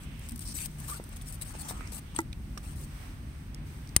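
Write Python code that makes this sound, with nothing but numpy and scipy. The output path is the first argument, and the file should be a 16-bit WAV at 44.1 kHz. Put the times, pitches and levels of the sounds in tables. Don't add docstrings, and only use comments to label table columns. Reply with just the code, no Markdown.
import sys
import numpy as np
from scipy import signal
from scipy.fft import rfft, irfft
from scipy.io import wavfile
from scipy.ndimage import uniform_filter1d

SR = 44100
rng = np.random.default_rng(int(sys.argv[2]) if len(sys.argv) > 2 else 0)


def unload_wav(signal):
    wavfile.write(
        sys.argv[1],
        SR,
        np.round(np.clip(np.atleast_2d(signal).T, -1, 1) * 32767).astype(np.int16),
    )


N = 176400

# f/Hz, relative level/dB
RUMBLE_SPECTRUM = [(15, -32.5), (30, -8.5), (47, 2.5), (70, -1), (105, -5.5), (170, -10), (250, -14),
                   (330, -21), (450, -32), (800, -36), (3000, -62)]
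AIR_SPECTRUM = [(100, -11.5), (500, 0.5), (1200, 4), (2200, 1), (4000, -8.5), (6500, -12), (10000, -16),
                (16000, -14.5)]
# t/s, level/dB, extra treble/dB
AIR_LEVELS = [(0, -53, -2.5), (.25, -55.5, 5.5), (.72, -54.5, 5.5), (1.6, -52, 0), (2.08, -54, 0.5),
              (2.3, -57, 0.5), (2.55, -55.5, 3), (2.88, -53.5, 2.5), (3.03, -48.5, 0.5), (3.2, -54.5, -0.5),
              (3.4, -54, 0), (3.5, -55, -1), (3.58, -52, -7.5), (3.655, -54.5, -2), (3.67, -53, 3.5),
              (4, -53.5, -2)]
# t/s, duration/s, hiss level/dB, body level/dB
RUB_STROKES = [(0.0, 0.055, -57.5, -77), (0.209, .085, -69, -53), (0.409, 0.037, -46, -64),
               (0.45, 0.081, -48, -54), (0.538, 0.13, -40.5, -57), (0.782, 0.17, -53, -51),
               (0.878, 0.039, -45.5, -44.5), (0.919, 0.067, -48, -53), (1.112, 0.035, -66, -53.5),
               (1.159, 0.017, -48.5, -51), (1.211, 0.015, -48.5, -58), (1.257, 0.056, -49.5, -60),
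               (1.319, 0.042, -49.5, -70), (1.41, 0.026, -40, -49.5), (1.445, 0.084, -52, -52),
               (1.534, 0.051, -60, -48.5), (1.585, 0.04, -44, -51), (1.625, 0.065, -55, -48),
               (1.683, .036, -40, -42.5), (1.716, 0.089, -66, -51), (1.802, 0.12, -85, -53.5),
               (1.916, 0.079, -45, -50.5), (2.145, 0.053, -54, -48), (2.628, 0.11, -57.5, -54.5),
               (2.756, 0.1, -54, -63)]
# f/Hz, relative level/dB
RIM_SPECTRUM = [(300, -32), (1500, 0), (3000, -1.5), (5000, 0.5), (8000, 3.5), (11000, 2), (13500, -0.5),
                (16000, -0.5)]
BODY_SPECTRUM = [(200, -25), (550, -7), (850, -2), (1050, 0.5), (1300, -1), (1700, -5), (2600, -8),
                 (4000, -14), (7000, -12.5), (13000, -27.5)]
# t/s, duration/s, level/dB, first f/Hz, last f/Hz, bandwidth/Hz
NOISE_BANDS = [(0.0, 0.34, -58, 2690, 2496, 1250), (0.316, 0.044, -45.5, 242, 233, 50.4),
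               (0.451, 0.083, -51.5, 5050, 5210, 1610), (0.574, 0.087, -51.5, 2350, 2630, 450),
               (1.794, 0.096, -54, 2140, 2300, 600), (0.882, 0.03, -46, 1230, 1170, 70),
               (0.915, 0.021, -41, 1170, 1180, 40), (0.933, 0.032, -47, 1394, 1450, 110),
               (1.531, 0.47, -57.5, 290, 261.3, 108), (1.609, 0.13, -51, 860, 763, 80),
               (1.707, 0.16, -54, 1261, 1290, 110), (2.053, 0.13, -63.5, 3000, 3220, 900)]
# t/s, level/dB
TICK_EVENTS = [(0.194, -45.5), (0.2878, -39), (0.294, -37.5), (.309, -44), (.32, -40), (0.3595, -38.5),
               (0.378, -44), (0.393, -35.5), (0.407, -41), (0.645, -39), (0.658, -28.5), (0.801, -41),
               (.968, -51), (1.039, -44.5), (1.091, -46), (1.1617, -55), (1.325, -39), (1.4196, -36.5),
               (1.922, -44), (2.204, -36), (2.215, -44)]
# f/Hz, relative level/dB
TICK_SPECTRUM = [(300, -36), (1500, -9), (4500, -0.5), (8300, 3), (12000, 2.5), (16000, 1)]
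# t/s, level/dB, f/Hz, time constant/s
TAP_EVENTS = [(.586, -31.5, 2600, 0.0028), (1.2128, -46, 3530, 0.0019), (1.552, -41, 877, 0.0066),
              (1.709, -34.5, 750, 0.0061), (1.808, -36, 1270, 0.0042), (1.8732, -40.5, 5400, 0.0025),
              (2.162, -36.5, 3310, 0.0052), (2.188, -27.5, 6600, 0.0032), (2.329, -36.5, 2470, 0.0024),
              (2.3287, -37.5, 3880, 0.0016), (2.5748, -33.5, 1210, 0.005), (2.5762, -36.5, 5600, 0.0036),
              (3.546, -30, 5500, 0.00094), (3.874, -43.5, 5730, 0.0016), (3.8915, -43.5, 4900, 0.0014)]
# t/s, level/dB
THUD_EVENTS = [(0.998, -29.5), (1.551, -38.5), (1.708, -36.5), (1.809, -40), (1.922, -42), (2.571, -40)]
# f/Hz, level/dB, T60/s
TUBE_MODES = [(328.5, 1.5, 0.11), (450, -4, 0.025), (674, -2.5, 0.014), (850, -0.5, 0.066), (937, 6, 0.042),
              (1200, 4, 0.021), (1360, 5, 0.043), (1610, 2.5, 0.015), (1990, 2.5, 0.05)]
# t/s, level/dB, time constant/s
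SNAP_BURSTS = [(3.9635, -12, 0.0024), (3.9645, -10.5, 0.0013), (3.967, -21, 0.0017)]
# f/Hz, relative level/dB
SNAP_SPECTRUM = [(100, -1), (600, -2), (1700, 1), (3000, -7.5), (6000, -1.5), (9000, -2.5), (12000, -7),
                 (16000, -9)]
# f/Hz, level/dB, T60/s
SNAP_MODES = [(1860, -16, 0.0078), (3110, -25.5, 0.024), (5030, -19, 0.014), (6380, -24, 0.019),
              (8700, -12.5, 0.012), (8900, -26, 0.039)]
# f/Hz, gain/dB
LEFT_RESPONSE = [(300, 0.5), (1200, -6), (4000, -2.5), (6100, -5), (7200, -1.5), (8300, 12.5), (9700, 6),
                 (11400, 0), (13000, 2.5), (15500, -1)]
RIGHT_RESPONSE = [(300, 0), (1200, -3.5), (4000, 0.5), (6400, 2.5), (7300, -13), (8050, -28), (9000, -6),
                  (12000, -4), (14500, 1)]


def amp(db):
    return 10 ** (np.asarray(db) / 20)


def unit_rms(x):
    return x / np.sqrt(np.mean(x ** 2) + 1e-20)


def add(mix, start_s, sound):
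    part = mix[:, max(round(start_s * SR), 0):][:, :sound.shape[-1]]
    part += sound[..., :part.shape[1]]


def panned(x, db):
    return x * amp([[db / 2], [-db / 2]])


def colour(x, spectrum, keep_power=True, size=8192):
    hz, db = np.transpose(spectrum)
    bin_hz = abs(np.fft.fftfreq(size, 1 / SR))
    log_gain = np.log(amp(np.interp(np.log(bin_hz + 1), np.log(hz + 1), db)))
    impulse = np.fft.ifft(np.exp(np.conj(signal.hilbert(log_gain)))).real[:size // 2]
    if keep_power:
        impulse = impulse / np.linalg.norm(impulse)
    return signal.oaconvolve(x, impulse[None], axes=1)[:, :x.shape[1]]


def wander(cutoff_hz):
    f = np.fft.rfftfreq(N, 1 / SR)
    return unit_rms(irfft(rfft(rng.standard_normal(N)) / (1 + (f / cutoff_hz) ** 4), N))


def noise_pair(correlation):
    common, separate = rng.standard_normal((2, N))
    return np.array([common, correlation * common + np.sqrt(1 - correlation ** 2) * separate])


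def ring(modes):
    t = np.arange(SR // 4) / SR
    return sum((-1) ** (k + 1) * amp(db) * np.exp(-np.log(1000) * t / t60) * np.sin(2 * np.pi * hz * t)
               for k, (hz, db, t60) in enumerate(modes))


def cracks(bursts, spectrum, size=2048):
    out, t = np.zeros((2, N)), np.arange(size) / SR
    for start, db, decay in bursts:
        add(out, start, amp(db) * np.exp(-t / decay) * rng.choice([-1., 1.], (2, size)))
    return colour(out, spectrum)


def arched_envelope(duration, attack_s=0.004, release_s=0.016, arch_db=2):
    t = np.arange(0, duration + release_s / 2, 1 / SR)
    arch = amp(arch_db * (np.sin(np.pi * t / t[-1]) - 2 / np.pi))
    return arch * np.clip(t / attack_s, 0, 1) * np.clip((t[-1] - t) / release_s, 0, 1)


def distant_rumble(rumble_db=-42, swell_db=1.18, hum_db=-53.5, hum_hz=146.3):
    t = np.arange(N) / SR
    swell = amp(rumble_db + swell_db * wander(cutoff_hz=3.0))
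    rumble = swell * colour(noise_pair(correlation=0.96), RUMBLE_SPECTRUM)
    waver = wander(cutoff_hz=3.14) + 1j * wander(cutoff_hz=3.14)
    hum = unit_rms((waver * np.exp(2j * np.pi * hum_hz * t)).real)
    return rumble + amp(hum_db) * hum


def faint_hiss(crossover_hz=4500):
    t = np.arange(N) / SR
    times, level_db, treble_db = np.transpose(AIR_LEVELS)
    air = panned(colour(rng.standard_normal((2, N)), AIR_SPECTRUM), db=-1)
    low = signal.sosfiltfilt(signal.butter(2, crossover_hz, fs=SR, output="sos"), air)
    treble = amp(np.interp(t, times, treble_db)) * (air - low)
    return amp(np.interp(t, times, level_db)) * (low + treble)


def gliding_bands(coherent_below_hz=700):
    out = np.zeros((2, N))
    for start, duration, db, first_hz, last_hz, width_hz in NOISE_BANDS:
        envelope = arched_envelope(duration)
        real, imaginary = rng.standard_normal((2, 2, SR))
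        lowpass = signal.butter(2, width_hz / 2, fs=SR, output="sos")
        noise = signal.sosfilt(lowpass, real + 1j * imaginary)[:, -len(envelope):]
        carrier = np.exp(2j * np.pi * np.cumsum(np.linspace(first_hz, last_hz, len(envelope))) / SR)
        shared = np.exp(-first_hz / coherent_below_hz)
        baseband = np.sqrt(shared) * noise[0] + np.sqrt(1 - shared) * noise * np.array([[1j], [1]])
        add(out, start, amp(db) * envelope * unit_rms((carrier * baseband).real))
    return out


def scraping(grains_per_s=1400, spread_db=2, judder_db=1.3, smoothing_s=0.096, correlation=0.3):
    hiss, body = np.zeros((2, 2, N))
    strength = amp(spread_db * np.minimum(rng.exponential(1, N), 4))
    slips = strength * (rng.random(N) < grains_per_s / SR)
    judder = unit_rms(amp(judder_db * wander(cutoff_hz=105)))
    grains = unit_rms(slips * np.sign(noise_pair(correlation))) * judder
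    smooth = noise_pair(correlation) * judder
    for start, duration, hiss_db, body_db in RUB_STROKES:
        envelope = arched_envelope(duration)
        grainy = np.exp(-duration / smoothing_s)
        span = round(start * SR) + np.arange(len(envelope))
        friction = np.sqrt(grainy) * grains[:, span] + np.sqrt(1 - grainy) * smooth[:, span]
        rub = envelope * unit_rms(friction)
        add(hiss, start, amp(hiss_db) * rub)
        add(body, start, amp(body_db) * rub)
    return colour(hiss, RIM_SPECTRUM) + colour(body, BODY_SPECTRUM)


def wrapping_resonances(x, depth_db=3.5, patch_hz=420, patch_s=0.024, size=512):
    hop = size // 4
    spectra = signal.stft(x, nperseg=size, noverlap=size - hop)[2]
    patches = uniform_filter1d(rng.standard_normal(spectra.shape[1:]), round(patch_hz * size / SR), axis=0)
    patches = unit_rms(uniform_filter1d(patches, round(patch_s * SR / hop), axis=1))
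    gain = unit_rms(amp(depth_db * patches))
    return signal.istft(spectra * gain, nperseg=size, noverlap=size - hop)[1][:, :N]


def ticks(decay_s=0.0029):
    return cracks([(start, db, decay_s) for start, db in TICK_EVENTS], TICK_SPECTRUM)


def taps(rise_s=0.00062, scuff_gain=0.89, scuff_octaves=0.65, size=2048):
    out, t = np.zeros((2, N)), np.arange(size) / SR
    f = np.fft.rfftfreq(size, 1 / SR) + 1
    for start, db, hz, decay in TAP_EVENTS:
        band = 1 / (1 + (np.log2(f / hz) / scuff_octaves) ** 2)
        scuff = unit_rms(irfft(rfft(rng.standard_normal((2, size))) * band))
        envelope = np.minimum(t / rise_s, 1) * np.exp(-t / decay)
        add(out, start, amp(db) * envelope * (np.sin(2 * np.pi * hz * t) + scuff_gain * scuff))
    return out


def thuds(peak_hz=388, ring_db=-21.5):
    out, t = np.zeros((2, N)), np.arange(SR // 4) / SR
    phase = 2 * np.pi * peak_hz * t - np.pi
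    pulse = -phase * np.exp((1 - phase ** 2) / 2)
    thud = pulse + amp(ring_db) * ring(TUBE_MODES)
    for start, db in THUD_EVENTS:
        add(out, start, amp(db) * thud)
    return out


def knock(squeak_hz=8280, squeak_rise_s=0.0013):
    out, t = np.zeros((2, N)), np.arange(SR // 20) / SR
    rise = t / squeak_rise_s
    squeak = rise * np.exp(1 - rise) * np.sin(2 * np.pi * squeak_hz * t)
    add(out, start_s=2.1622, sound=amp(-32) * squeak)
    add(out, start_s=2.188, sound=amp(-25.5) * ring(TUBE_MODES))
    return out


def snap(push_hz=74, push_db=-14, push_decay_s=0.0062):
    out, t = cracks(SNAP_BURSTS, SNAP_SPECTRUM), np.arange(SR // 4) / SR
    push = -amp(push_db) * np.exp(-t / push_decay_s) * np.sin(2 * np.pi * push_hz * t)
    add(out, SNAP_BURSTS[0][0], ring(SNAP_MODES) + push * amp([[0], [-5]]))
    return out


def from_left(x, lag_s=0.000225):
    delay = np.exp(-2j * np.pi * np.fft.rfftfreq(N, 1 / SR) * lag_s)
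    return np.array([x[0], irfft(rfft(x[1]) * delay, N)])


def scene():
    wrapping = panned(ticks() + wrapping_resonances(scraping()), db=3.45)
    lagged = from_left(wrapping + panned(gliding_bands(), db=-5.5) + thuds() + knock())
    return lagged + taps() + snap() + distant_rumble() + faint_hiss()


def record(dry, cutoff_hz=15820):
    left = colour(dry[:1], LEFT_RESPONSE, keep_power=False)
    right = colour(dry[1:], RIGHT_RESPONSE, keep_power=False)
    clipped = np.clip(np.vstack([left, right]), -1, 1)
    lowpass = signal.firwin(511, cutoff_hz, window=("kaiser", 7), fs=SR)
    return signal.oaconvolve(clipped, lowpass[None], "same", axes=1)


dry = scene()
out = record(dry)
unload_wav(out)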